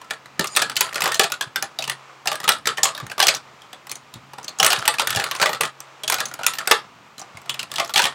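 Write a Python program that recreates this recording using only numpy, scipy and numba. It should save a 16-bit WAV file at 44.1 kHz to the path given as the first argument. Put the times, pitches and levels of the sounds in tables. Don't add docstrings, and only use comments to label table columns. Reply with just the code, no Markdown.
import sys
import numpy as np
from scipy import signal
from scipy.fft import rfft, irfft
from scipy.io import wavfile
from scipy.ndimage import uniform_filter1d
from numba import njit

SR = 44100
rng = np.random.default_rng(int(sys.argv[2]) if len(sys.argv) > 2 else 0)


def to_wav(s):
    ch = np.atleast_2d(s).T
    pcm = np.round(np.clip(ch, -1, 1) * 32767)
    wavfile.write(sys.argv[1], SR, pcm.astype(np.int16))


N = 358974

# (relative, per Hz)
HISS_SPECTRUM = [(30, -29), (60, -15.5), (110, -9.5), (200, -9), (420, -10), (700, -7.5), (900, -5),
                 (1250, -3.5), (1600, -11), (2500, -11.5), (4000, -18.5), (7500, -24.5), (10500, -40.5),
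                 (16000, -80)]
# pitch_hz, t60_s, level_db (relative)
ECHO_BANDS = [(442, 0.18, 10.5), (1250, 0.24, 7.5), (4080, 0.24, 3), (6900, 0.18, 4.5), (12000, 0.11, -16)]
# start_s, level_db (peak of the tone),
# pitch_hz (nominal; the tone starts above it and sags just below)
THUDS = [(0.388, -26, 166), (1.029, -32, 158), (1.463, -35, 117), (2.468, -37, 154), (3.023, -26.5, 114),
         (4.15, -30.5, 112), (4.612, -32, 151), (4.777, -32, 122), (5.09, -34, 112), (5.157, -25, 103),
         (5.618, -35, 159), (7.345, -33, 94), (8.03, -35.5, 162)]
# pitch_hz, level_db (relative), t60_s
DRAWER_MODES = [(177, 1.5, 0.033), (327, -11, 0.0327), (500, -10, 0.026), (562, -12, 0.038),
                (665, 12, 0.08), (792.6, 19.5, 0.034), (951, 1.5, 0.045), (1148, 10, 0.081),
                (1370, 7.5, 0.018)]
# time_s, gain_db
STIR_HANDFULS = [
    [(0.42, -61), (0.622, -46), (0.846, -30), (1.178, -34), (1.38, -46)],
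    [(2.27, -50), (2.312, -47), (2.432, -45), (2.886, -36.5), (2.92, -28)],
    [(3.17, -26), (3.224, -28), (3.38, -25)],
    [(4.58, -25), (4.79, -32.5), (5.318, -28.5), (5.49, -30), (5.68, -52)],
    [(6.06, -52), (6.264, -41), (6.486, -36), (6.616, -29), (6.78, -55)],
    [(7.5, -44), (7.92, -42), (8.034, -24), (8.14, -43)],
]
# start_s, level_db (peak), pitch_hz, rub_s
TINKS = [(.49, -33, 4880, 0.098), (0.501, -30, 6930, 0.087), (0.509, -33, 8800, 0.058),
         (5.494, -32, 14400, .03), (5.534, -42, 14500, 0.035), (6.536, -31, 14300, 0.04),
         (7.897, -38, 14200, 0.025)]
# start_s, level_db (peak), pitch_hz (of the panel)
LANDINGS = [(0.394, -14.5, 247), (1.072, -26, 440), (1.195, -12.5, 350), (4.598, -22, 463),
            (5.021, -18.5, 460), (5.606, -19, 457), (6.71, -13, 470)]
# pitch_ratio, level_db (relative), ring_cycles (to fade 60 dB; below 0: shortest ring)
ITEM_MODES = [(1, 3, 31.5), (.62, -8.5, 13), (1.47, -4, 31.5), (2.1, -10.5, 22.5), (2.9, -11, -22.5)]
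# start_s, level_db (nominal), pitch_hz (of the item), crack_db and drawer_db (both re level_db)
CLACKS = [(0.015, -18, 1050, -13, -31), (0.045, -20, 1300, -27, -22), (0.101, -22, 2400, -17, -29),
          (0.108, -7, 1710, -20, -17.5), (0.258, -20.5, 1930, -17, -16), (0.394, -7.5, 1810, -4, -11),
          (0.443, -10, 1240, -8, -31), (0.471, -16, 5560, -7, -36), (0.551, -14.5, 3870, -16, -46),
          (0.563, -9, 1810, 3, -28), (0.57, -2.5, 1320, -2.5, -20), (0.619, -1.5, 1677, -17, -17.5),
          (0.697, -11.5, 1470, -9, -39), (0.757, -17.5, 4610, -8, -17), (0.766, -6.5, 3130, -5.5, -42),
          (0.808, -7, 1040, 6.5, -25), (0.932, -22.5, 2540, -3, -22), (0.944, -16.5, 4160, -6, -33),
          (0.957, -6.5, 1430, -16.5, -27), (1.006, -12, 1210, -2, -22), (1.02, -5.5, 1240, -6.5, -38),
          (1.04, -8.5, 1060, -3.5, -24), (1.057, -4, 1690, -21, -10), (1.076, -7.5, 1040, -10, -28),
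          (1.119, -8, 1840, -10, -38), (1.144, -11, 4140, -4.5, -39), (1.17, -26, 4230, -2, -15),
          (1.195, -1.5, 1780, -3, -9), (1.234, -11.5, 4300, -8, -24), (1.24, -4.5, 2500, -22, -11.5),
          (1.3, -20.5, 2510, -6, -7), (1.32, -10.5, 1450, -1, -32), (1.41, -6, 1660, -14.5, -42),
          (1.559, -7, 1554, -6.5, -36), (1.625, -13.5, 1740, 3.5, -7), (1.788, -6.5, 3720, -32, -16),
          (1.823, -11, 2630, -16, -37), (1.84, -11, 2960, -20, -34), (1.877, -12.5, 2850, -15, -11.5),
          (1.897, -9, 1980, -4.5, -27), (2.257, -16, 1710, -6, -4), (2.273, -5.5, 2780, -9, -11.5),
          (2.316, -7, 1220, -15, -12.5), (2.329, -15, 1650, -7, -29), (2.355, -15, 1630, -5, -25),
          (2.402, -17.5, 1870, -5.5, -12), (2.432, -17, 1260, -13, -26), (2.441, -10, 1270, -14, -29),
          (2.478, -2, 1236, -13.5, -23), (2.49, -2, 1450, 0, -11.5), (2.519, -8, 3820, -16, -15),
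          (2.656, -7.5, 1740, -23, -28), (2.672, -3, 1333, -7.5, -33), (2.772, -11.5, 3070, -29, -32),
          (2.781, -7.5, 1840, -38, -13.5), (2.832, 3, 6830, -19, -19), (2.854, -3.5, 1200, -12, -43),
          (2.949, -12.5, 3770, -34, -20), (2.977, -15.5, 1690, -11, -22), (3, -14.5, 1180, -18, -26),
          (3.066, -22, 1900, -3, -16), (3.098, -15, 2620, -24, -13), (3.116, -12.5, 1600, -19, -34),
          (3.18, -10, 1170, -16, -35), (3.193, -11.5, 1110, -7, -18), (3.201, 0, 1150, -10.5, -39),
          (3.226, 0.5, 3250, -18, -12), (3.269, -6.5, 2950, 1.5, -15), (3.283, 0.5, 2560, -9, -16.5),
          (3.348, -8, 5830, -29, -31), (3.619, -22, 3170, -21, -30), (3.73, -18, 3430, -20, -9.5),
          (3.869, -22.5, 2010, -3, -23), (3.895, -17.5, 4270, -11, -36), (3.915, -20.5, 2380, 7.5, -36),
          (3.955, -19, 6300, -11, -30), (4.139, -21, 3840, -5, -28), (4.334, -18, 902, -15.5, -14),
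          (4.383, -15, 946, -19, -16), (4.43, -22.5, 6200, -15, -25), (4.444, -18, 6110, -16, -24),
          (4.48, -10, 4360, -29, -22.5), (4.587, -13.5, 6600, -19, -31), (4.599, 4, 3020, -32, -15.5),
          (4.629, -2, 1280, -3.5, -11.5), (4.646, -6, 1380, 3, -11.5), (4.664, -7, 1170, 7.5, -12),
          (4.703, -3.5, 3000, -14, -14), (4.72, -5.5, 1430, -10, -22), (4.73, -3.5, 1197, -7, -17.5),
          (4.788, -14, 5220, -29, -25), (4.817, -20, 3050, -24, -30), (4.856, -17.5, 1540, 1, -29),
          (4.878, -3.5, 1210, 1.5, -10), (4.94, -11.5, 1780, -15, -20), (4.984, -5.5, 2480, -30, -34),
          (4.996, -3, 1360, -12.5, -18), (5.017, -9.5, 1360, -12, -21), (5.072, -8.5, 1810, -1.5, -33),
          (5.105, -8.5, 1730, -3.5, -43), (5.148, -10.5, 3350, -19, -10.5), (5.16, -10.5, 2840, -3.5, -26),
          (5.171, -7.5, 1730, -18, -7.5), (5.198, -5, 1680, -21, -19), (5.24, -9, 1180, -5, -20),
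          (5.312, -7.5, 1130, -8, -28), (5.35, -11.5, 1070, -12, -25), (5.363, -17.5, 6130, -17, -17),
          (5.399, -6.5, 1370, -20, -11), (5.415, -3.5, 1610, -15, -13), (5.426, -0.5, 1130, -13, -11),
          (5.458, -1.5, 1190, -18, -13.5), (5.492, -10.5, 1350, -17, -6), (5.531, -6.5, 1270, -18, -35),
          (5.609, -5.5, 1174, -2, -20), (5.634, -6.5, 1730, -19, -12.5), (5.652, -14, 3230, -9, -12),
          (5.804, -25, 1240, 7.5, -26), (6.035, -12, 3270, -15, -15.5), (6.078, -7, 3300, -12, -26),
          (6.099, -8.5, 1050, 2.5, -37), (6.122, -7.5, 2180, -4, -9.5), (6.131, -12, 1460, -11, -28),
          (6.142, -13, 1480, 4.5, -22), (6.184, -11, 2520, -19, -11), (6.203, -8, 1680, -7.5, -12.5),
          (6.255, -9.5, 6350, -27, -38), (6.313, -17.5, 1420, -22, -17), (6.339, -20.5, 1380, 3.5, -23),
          (6.39, -15, 1400, -41, -6), (6.433, -8.5, 1390, -19, -30), (6.465, -7, 1330, 7, -43),
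          (6.536, -13, 2800, -13, -41), (6.585, -10.5, 1760, -6.5, -33), (6.674, -9, 1670, 1, -11.5),
          (6.712, 3, 1240, -8, -14), (7.181, -20.5, 4120, -8.5, -29), (7.194, -17.5, 6760, -19, -18),
          (7.215, -18, 5800, -29.5, -8), (7.371, -18.5, 2140, -11.5, -22), (7.417, -28.5, 1150, 0.5, -17),
          (7.459, -21.5, 1240, -12, -8.5), (7.494, -4, 3030, -31, -46), (7.542, -15.5, 2630, -11, -31),
          (7.593, -7.5, 2820, -22, -33), (7.629, -16, 2700, -7.5, -20), (7.716, -18, 3500, -3.5, -15),
          (7.739, -17.5, 1750, -4, -26), (7.758, -9, 3440, -20, -30), (7.783, -4.5, 1220, -23, -15),
          (7.799, -4, 1120, -16, -11.5), (7.847, -17.5, 5200, -13, -22), (7.876, -22, 6740, -11, -21),
          (7.894, -12, 1190, -16, -21), (7.938, -5.5, 4100, -25, -16), (7.959, 4.5, 3270, -35, -17.5),
          (7.977, 1.5, 2680, -27, -30), (7.992, -0.5, 920, -15.5, -28), (8.019, -5.5, 2820, -15, -15),
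          (8.04, -3.5, 3330, -23, -19), (8.054, -1.5, 1180, -21, -22)]

AIR_DB, HUM_DB, HUM_HZ = -39.5, -53.5, 134.5
PLACES = 4
ECHO_DB, ECHO_GAP_S = -8, 0.00037
THUD_T60_S = 0.097
BURST_MS, BURST_MS_PER_DB = 3.93, 0.0818
RING_DB, RING_DB_PER_DB = -7.5, -0.1335
LEAD_S, RISE_S = .0006, .0015
REBOUND_LOSS_DB, REBOUND_SCATTER_DB = -10.0, 2.5
KNOCK_DB, KNOCK_DB_PER_CRACK_DB, UPPER_DB_PER_CRACK_DB = 2, .5, -0.05
DRAWER_SCATTER_DB, DRAWER_RING_S = 4.0, 0.0041
CRACK_LOW_HZ, CRACK_HIGH_HZ, CRACK_CYCLES = 4540, 14600, 11
MIC_LOW_HZ, MIC_HIGH_HZ, TOP_HZ, SELF_NOISE_DB = 83.3, 13800, 15900, -69


def undb(db):
    return 10 ** (np.asarray(db) / 20)


def level(x, db):
    return x * undb(db) / np.sqrt(np.mean(x ** 2))


def peak(x, db):
    return x * undb(db) / np.max(np.abs(x))


def burst(x, db, seconds):
    return x * undb(db) * np.sqrt(seconds * SR / np.sum(x ** 2)) / 2


def add(out, x, s):
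    i = max(int(s * SR), 0)
    out[i:i + len(x)] += x[:len(out) - i]


def ring(x, hz, t60):
    radius = np.exp(-np.log(1000) / (max(t60, .0004) * SR))
    angle = 2 * np.pi * min(hz, .4 * SR) / SR
    return signal.lfilter([1, 0, -1], [1, -2 * radius * np.cos(angle), radius * radius], x)


def band(x, lo_hz, hi_hz):
    sos = signal.butter(2, [lo_hz, min(hi_hz, .47 * SR)], "bandpass", fs=SR, output="sos")
    return signal.sosfilt(sos, x)


def walk(rate):
    k = int(SR / rate)
    held = np.repeat(rng.standard_normal(N // k + 1), k)
    return 1.2 * uniform_filter1d(uniform_filter1d(held, k), k)[:N]


@njit
def follow(x, rise, fall):
    y, e = np.empty(len(x)), 0.
    for i in range(len(x)):
        e += (x[i] - e) * (rise if x[i] > e else fall)
        y[i] = e
    return y


def air():
    hz, db = np.transpose(HISS_SPECTRUM)
    f = np.maximum(np.fft.rfftfreq(N, 1 / SR), 1)
    shaped = rfft(rng.standard_normal(N)) * undb(np.interp(np.log(f), np.log(hz), db))
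    bass = irfft(shaped * (f < 300), N) * undb(2.5 * walk(7))
    hiss = irfft(shaped * (f >= 300), N) * undb(.8 * walk(9))
    hum_hz = HUM_HZ * (1 + 0.0083 * walk(4.8))
    hum = np.sin(2 * np.pi * np.cumsum(hum_hz) / SR) * undb(3.5 * walk(5))
    return level(bass + hiss, AIR_DB) + level(hum, HUM_DB)


def room(dry):
    t = np.arange(16384) / SR
    noise = rng.standard_normal((PLACES, len(t)))
    tail = np.zeros((PLACES, len(t)))
    for hz, t60, db in ECHO_BANDS:
        part = level(band(noise, hz / 1.272, hz * 1.394), 10 * np.log10(hz / 1000))
        tail += undb(db - 60 * t / t60) * part
    tail = tail * np.clip(t / ECHO_GAP_S - 1, 0, 1)
    tail = tail * undb(ECHO_DB) / np.sqrt(np.sum(tail ** 2, axis=1, keepdims=True))
    return signal.fftconvolve(dry, tail, axes=1)[:, :N].sum(axis=0)


def thuds(push_s=0.004, sag=0.38, scrape_s=0.033, scrape_db=-3.0):
    out, t = np.zeros(N), np.arange(8192) / SR
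    swell = (1 - np.exp(-t / push_s)) ** 2
    for s, db, hz in THUDS:
        sagging_hz = hz * (1 + sag * (np.exp(-t / push_s / 4) - .3))
        tone = np.sin(2 * np.pi * np.cumsum(sagging_hz) / SR) * undb(-60 * t / THUD_T60_S)
        rumble = band(rng.standard_normal(len(t)), hz / 3.3, hz * 1.8) * np.exp(-t / scrape_s)
        add(out, peak(swell * tone, db) + peak(swell * rumble, db + scrape_db), s)
    return out


def stir(grain_db=3.5, bright_db=-10.5, low_hz=1300, high_hz=9000, cycles=12.0, flicker_db=4.0):
    t = np.arange(N) / SR
    tick_db = grain_db * rng.exponential(size=N) + flicker_db * walk(60)
    ticks = (rng.random(N) < .02) * rng.standard_normal(N) * undb(tick_db)
    kind = np.repeat(rng.integers(0, 6, N // 128 + 1), 128)[:N]
    items = np.zeros(N)
    for k, hz in enumerate(np.geomspace(low_hz, high_hz, 6)):
        items += level(ring(ticks * (kind == k), hz, cycles / hz), bright_db * k / 5)
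    body = sum(undb(db) * ring(ticks, hz, t60) for hz, db, t60 in DRAWER_MODES)
    sound = level(items, -7.5) + level(body, -15.5)
    gain = np.zeros(N)
    for handful in STIR_HANDFULS:
        time_s, gain_db = np.transpose(handful)
        gain += undb(np.interp(t, time_s, gain_db, left=-99, right=-99))
    return uniform_filter1d(gain, size=800) * sound


def tinks(t60=.03):
    out, t = np.zeros(N), np.arange(8192) / SR
    for s, db, hz, rub_s in TINKS:
        rub = rng.standard_normal(len(t)) * np.exp(-(t / rub_s) ** 2)
        add(out, peak(ring(rub, hz, t60), db), s)
    return out


def landings(t60=0.022, push_s=0.0037):
    out, t = np.zeros(N), np.arange(8192) / SR
    for s, db, hz in LANDINGS:
        blow = rng.standard_normal(len(t)) * np.exp(-t / push_s)
        add(out, peak(ring(blow, hz, t60) + 1.2 * ring(blow, 0.74 * hz, t60), db), s)
    return out


def bouncing(t, fade, luck, gap_s=0.01112):
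    late = np.cumsum(np.r_[0, gap_s * np.exp(.5 * luck[:, 0])])
    size = undb(np.arange(4) * REBOUND_LOSS_DB + np.r_[0, REBOUND_SCATTER_DB * luck[:, 1]])
    since = np.maximum(t - late[:, None], 0)
    return size @ ((1 - np.exp(-since / RISE_S)) * np.exp(-since / fade))


def item_ring(contacts, hz, upper_db, fade, luck, scatter_db=1.0, spread=0.19):
    out = np.zeros(len(contacts))
    for (ratio, db, cycles), (db_luck, pitch_luck) in zip(ITEM_MODES, luck):
        upper = ratio != 1
        mode_hz = hz * ratio * (1 + spread * pitch_luck * upper)
        mode = ring(contacts, mode_hz, cycles / (hz * ratio))
        out += burst(mode, db + upper * (scatter_db * db_luck + upper_db), fade)
    return out


def drawer_ring(contacts, luck):
    out = np.zeros(len(contacts))
    for (hz, db, t60), (db_luck, pitch_luck) in zip(DRAWER_MODES, luck):
        out += undb(db + DRAWER_SCATTER_DB * db_luck) * ring(contacts, hz * (1 + 0.045 * pitch_luck), t60)
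    return out


def edge_crack(contacts, t):
    sharp = contacts * np.exp(-t / 0.007)
    edges_hz = CRACK_LOW_HZ * (CRACK_HIGH_HZ / CRACK_LOW_HZ) ** ((np.arange(4) + rng.random(4)) / 4)
    return sum(level(ring(sharp, hz, CRACK_CYCLES / hz), 0) for hz in edges_hz)


def clacks(grit_db=2.0, late_s=0.001987):
    out, t = np.zeros((PLACES, N)), np.arange(2816) / SR
    for k, (s, db, hz, crack_db, drawer_db) in enumerate(CLACKS):
        place, start = out[k % PLACES], s - LEAD_S
        fade = max(BURST_MS + BURST_MS_PER_DB * db, .3) / 1000
        grit = rng.standard_normal(len(t)) * undb(grit_db * rng.exponential(size=len(t)))
        contacts = grit * bouncing(t, fade, rng.standard_normal((3, 2)))
        gentle_db = 0.37 * min(db, 0)
        upper_db = gentle_db + UPPER_DB_PER_CRACK_DB * crack_db
        item = item_ring(contacts, hz, upper_db, fade, rng.standard_normal((len(ITEM_MODES), 2)))
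        drawer = drawer_ring(contacts, rng.standard_normal((len(DRAWER_MODES), 2)))
        middle_hz = np.sqrt(hz * 2200)
        knock = ring(contacts, middle_hz / 2.3, 1.57 / middle_hz)
        knock = ring(knock, middle_hz * 1.85, 0.71 / middle_hz)
        knock_db = db + gentle_db + KNOCK_DB + KNOCK_DB_PER_CRACK_DB * crack_db
        add(place, burst(knock, knock_db, fade), start)
        add(place, burst(item, db + RING_DB + RING_DB_PER_DB * db, fade), start)
        add(place, burst(edge_crack(contacts, t), db + crack_db, fade), start)
        add(place, burst(drawer, db + drawer_db, fade + DRAWER_RING_S), start + late_s)
    return out


def scene():
    items = clacks()
    items[0] += stir() + landings() + tinks()
    return (items.sum(axis=0) + room(items) + thuds() + air())[None]


def record(dry, knee_db=-29.0, depth_db=9.0, soft_db=5.0, fall_s=0.014):
    loud = follow(np.abs(dry[0]), 1 / (0.00055 * SR), 1 / (fall_s * SR))
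    opened = 1 / (1 + np.exp((knee_db - 20 * np.log10(loud + 1e-9)) / soft_db * 2))
    suppressed = dry * undb(depth_db * (opened - 1))
    x = signal.sosfilt(signal.butter(1, MIC_HIGH_HZ, fs=SR, output="sos"), suppressed)
    x = x + undb(SELF_NOISE_DB) * rng.standard_normal(N)
    x = np.clip(x, -.92, .92)
    x = signal.sosfilt(signal.butter(2, MIC_LOW_HZ, "highpass", fs=SR, output="sos"), x)
    return signal.sosfilt(signal.ellip(10, .2, 75, TOP_HZ, fs=SR, output="sos"), x)


dry = scene()
out = record(dry)
to_wav(out)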